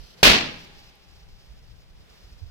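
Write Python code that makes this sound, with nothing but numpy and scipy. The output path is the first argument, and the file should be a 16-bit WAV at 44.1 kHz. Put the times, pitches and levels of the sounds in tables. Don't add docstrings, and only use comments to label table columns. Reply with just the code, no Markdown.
import sys
import numpy as np
from scipy import signal
from scipy.fft import rfft, irfft
from scipy.io import wavfile
from scipy.ndimage import uniform_filter1d, map_coordinates

SR = 44100
rng = np.random.default_rng(int(sys.argv[2]) if len(sys.argv) > 2 else 0)


def gain_from_db(level_db):
    decades = np.asarray(level_db, float) / 20
    return 10 ** decades


def master(y):
    cut = np.clip(np.atleast_2d(y).T, -1, 1)
    pcm = np.round(cut * 32767)
    wavfile.write(sys.argv[1], SR, pcm.astype(np.int16))


N = 110250
T = np.arange(N) / SR
BANG_S = .2296


def unit(x):
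    return x / np.sqrt(np.mean(x ** 2) + 1e-20)


def along(points, hz):
    f, v = np.transpose(points)
    return np.interp(np.log(hz + 1), np.log(f + 1), v)


def curves(rows):
    s, *cols = np.transpose(rows)
    return [np.interp(T, s, c) for c in cols]


def wobble(rate):
    knots = rng.standard_normal(int(N * rate / SR) + 4)
    return map_coordinates(knots, [T * rate])


def panned(x, pan_db):
    left_db, right_db = np.minimum(pan_db, 0), np.minimum(-pan_db, 0)
    return x * gain_from_db(np.array([left_db, right_db])).reshape(2, -1)


def rush(spectrum, alike, lag_s=0):
    hz = np.fft.rfftfreq(N, 1 / SR)
    a, b = rfft(rng.standard_normal((2, N))) * gain_from_db(along(spectrum, hz))
    turn = np.arccos(np.clip(along(alike, hz), -1, 1)) / 2
    lag = np.exp(-1j * np.pi * hz * lag_s)
    mid, side = a * np.cos(turn), b * np.sin(turn)
    return unit(irfft([(mid + side) * lag, (mid - side) / lag], N))


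def burst(s, hz, length_s):
    return np.exp(-.5 * ((T - s) / length_s) ** 2) * np.cos(2 * np.pi * hz * (T - s))


def ring(hz, db, t60, swell_s, shake):
    t = np.maximum(T - BANG_S, 0)
    phase = shake * (wobble(hz / 25) + 0.4 * np.array([wobble(35), wobble(4)]))
    decay = gain_from_db(db - 60 * t / t60 + 1.2 * wobble(29))
    return decay * (1 - np.exp(-t / swell_s)) * np.sin(2 * np.pi * hz * t + phase)


# pitch_hz, level_db [dB per Hz]
AIR_COLOUR = [(100, -32.5), (150, -8), (280, -23), (420, -15), (1000, -22.5), (3500, -24.5), (6500, -36),
              (15800, -42.5)]
# pitch_hz, likeness [-1..1]
AIR_LIKENESS = [(60, 0.08), (180, 0.53), (550, 0.056), (1650, 0.19), (4970, -0.073), (15000, -0.07)]
# start_s, level_db
AIR_LOUDNESS = [(0, -56), (.16, -57), (.2, -51.5), (.9, -59.5), (1.5, -59.5), (1.82, -60.5), (1.88, -62),
                (2.06, -59), (2.12, -57), (2.47, -60.5), (2.5, -59)]


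def air():
    drift_db = .6 * wobble(9)
    return gain_from_db(curves(AIR_LOUDNESS)[0] + drift_db) * rush(AIR_COLOUR, AIR_LIKENESS)


# start_s, level_db, pan_db
GUSTS = [(0, -42.5, -6.5), (.1, -60.5, 4), (.62, -56, 6.5), (.8, -57.5, -2.5), (.95, -62, 0),
         (1.06, -61.5, 1.5), (1.13, -50.5, 15), (1.2, -56, 1), (1.29, -49.5, 6), (1.42, -59.5, -1),
         (1.56, -54, -2), (1.68, -50.5, 4.5), (1.82, -52.5, 4.5), (1.88, -59, 1.5), (2, -53.5, -2.5),
         (2.15, -57, -3), (2.27, -50.5, -10), (2.5, -53, 1)]
# pitch_hz, level_db [dB per Hz]
WIND_COLOUR = [(8.8, -42), (15, -4), (57, -4.5), (151, -16.5), (249, -30), (300, -28), (390, -48.5),
               (660, -120)]
# start_s, level_db [peak], pitch_hz, length_s, pan_db
PORT_EDDIES = [
    (1.515, -37, 55, .016, -18),
    (2.432, -27, 84, .011, -24),
    (2.468, -34, 60, .012, -16),
    (2.328, -35, 55, .01, -14),
    (2.247, -39, 55, .012, 6),
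]


def wind():
    strength_db, pan_db = curves(GUSTS)
    lumps = gain_from_db(2.3 * np.array([wobble(14), wobble(9.2)]))
    turbulence = unit(lumps * rush(WIND_COLOUR, [(60, 0.12)]))
    buffet = panned(gain_from_db(strength_db + 4.5) * turbulence, pan_db)
    eddies = sum(panned(gain_from_db(db) * burst(s, hz, length), side_db)
                 for s, db, hz, length, side_db in PORT_EDDIES)
    return buffet + eddies


EMBER_DB, FLARE_EDGE_S, SPELL_DB = -68, 0.013, 1.17
# start_s, length_s, level_db
FLARES = [(-.02, 0.17, -56.5), (.172, .07, -57.5), (.585, 0.073, -55.5), (.745, .16, -58.5),
          (.93, 0.13, -66), (1.08, .16, -61), (1.28, .26, -63.5), (1.56, 0.04, -64.5), (1.62, .11, -65),
          (1.75, .05, -64), (1.8, .028, -62), (1.895, 0.02, -65), (1.95, .11, -67), (2.09, .27, -62),
          (2.361, .16, -63.5)]
# pitch_hz, level_db [dB per Hz]
FIZZ_COLOUR = [(1200, -21.5), (2600, -9.5), (4300, -5.5), (5150, -3), (6000, -11.5), (8500, -25.5),
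               (13000, -22.5), (15800, -27)]
# start_s, level_db [peak], pitch_hz, pan_db
FUSE_SPITS = [
    (0.956, -51, 12800, -4),
    (.955, -59, 8970, -3),
    (1.095, -58, 7500, 5),
    (1.82, -60, 6500, -3),
    (2.498, -59, 1510, 4),
]


def fuse():
    flares = 0
    for s, length, db in FLARES:
        gate = np.clip(np.minimum(T - s, s + length - T) / FLARE_EDGE_S + .5, 0, 1)
        flares = flares + gain_from_db(db + SPELL_DB) * gate
    sputter = gain_from_db(.6 * wobble(25) + 1.5 * wobble(90))
    alike = [(1000, 0.87)]
    before = rush(FIZZ_COLOUR, alike, lag_s=0.00067)
    after = rush(FIZZ_COLOUR, alike, lag_s=-.00014)
    fizz = np.where(T < BANG_S, before, after)
    spits = sum(panned(gain_from_db(db) * burst(s, hz, 2.5 / hz), pan_db)
                for s, db, hz, pan_db in FUSE_SPITS)
    return np.maximum(flares, gain_from_db(EMBER_DB)) * sputter * fizz + spits


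# pitch_hz, level_db, t60_s
SHEET_MODES = [
    (808, -54, 3.2),
    (826, -60.5, 2.4),
    (865, -58, 2.9),
    (1190, -63.5, 2.6),
]


def sheet():
    return sum(ring(hz, db, t60, swell_s=0.3, shake=1.1) for hz, db, t60 in SHEET_MODES)


# pitch_hz, level_db, t60_s, swell_s
BOXED_AIR = [
    (182, -25, .52, .12),
    (215, -23, .52, .14),
    (246, -22, .48, .14),
    (272, -25, .45, .12),
]


def boom():
    return sum(ring(hz, db, t60, swell, shake=.5) for hz, db, t60, swell in BOXED_AIR)


# pitch_hz, t60_s
WALL_DECAY = [(50, 1), (200, 0.7), (500, 0.56), (2500, 0.53), (5500, 0.47), (8000, .36), (12000, 0.28)]


def dying(x, longer):
    hz, t, z = signal.stft(x, SR, nperseg=512)
    t60 = longer * along(WALL_DECAY, hz)[:, None]
    fade = gain_from_db(-60 * np.maximum(t - BANG_S, 0) / t60)
    onset = np.clip((T - BANG_S) / .0004, 0, 1)
    return signal.istft(z * fade, SR, nperseg=512)[1][:, :N] * onset


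# pitch_hz, level_db [dB per Hz]
BLAST_COLOUR = [(95, -16.5), (170, -6.5), (450, -7), (1300, -9), (2600, -2.5), (4500, -5.5), (8500, -21.5),
                (15500, -22.5)]
# pitch_hz, likeness [-1..1]
ECHO_LIKENESS = [(40, 0.37), (200, 0.85), (500, .15), (1400, -.2), (4000, 0)]
# start_s [after the bang], level_db, length_s
WALL_SLAPS = [
    (0.017, 1.5, .006),
    (0.054, 2, 0.005),
    (0.059, -4.5, .0035),
    (0.0701, 2.5, 0.0027),
    (0.185, 0.5, .012),
]


def echoes():
    slaps_db = sum(db * burst(BANG_S + late, 0, length) for late, db, length in WALL_SLAPS)
    flutter_db = 1.2 * wobble(300) + 0.8 * np.array([wobble(120), wobble(120)])
    near = dying(rush(BLAST_COLOUR, ECHO_LIKENESS), 0.92) * gain_from_db(slaps_db + flutter_db)
    far = gain_from_db(-36) * dying(rush(BLAST_COLOUR, ECHO_LIKENESS), 3.65)
    return gain_from_db(-1.5) * (near + far)


PUSH_S, SUCK_S, SUCK_HZ = .0003, .0008, 480


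def cracker():
    s = BANG_S + np.array([[.0001], [0]])
    push = 0.52 * burst(s + PUSH_S / 2, 0, PUSH_S / 3)
    suction = burst(s + SUCK_S, SUCK_HZ, SUCK_S / 2)
    shock = gain_from_db(2) * (push - suction)
    thump_s = .282 + np.array([[.0035], [0]])
    thump = gain_from_db(-19.5) * burst(thump_s, 48, length_s=0.024)
    return shock + echoes() + boom() + thump


def scene():
    return air() + wind() + fuse() + sheet() + cracker()


def low_pass(x):
    return signal.sosfilt(signal.butter(12, 15830, fs=SR, output="sos"), x)


CEILING_DB, RECOVER_S, CLIP_HARD = -7.5, .012, 5


def record(dry):
    size = max(int(RECOVER_S * SR), 3)
    power = np.abs(uniform_filter1d(np.mean(dry ** 2, 0), size, origin=-(size // 2)))
    x = dry / (1 + (power / gain_from_db(2 * CEILING_DB)) ** 2) ** 0.29
    x = x / (1 + np.abs(x) ** CLIP_HARD) ** (1 / CLIP_HARD)
    return low_pass(x)


dry = scene()
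out = record(dry)
master(out)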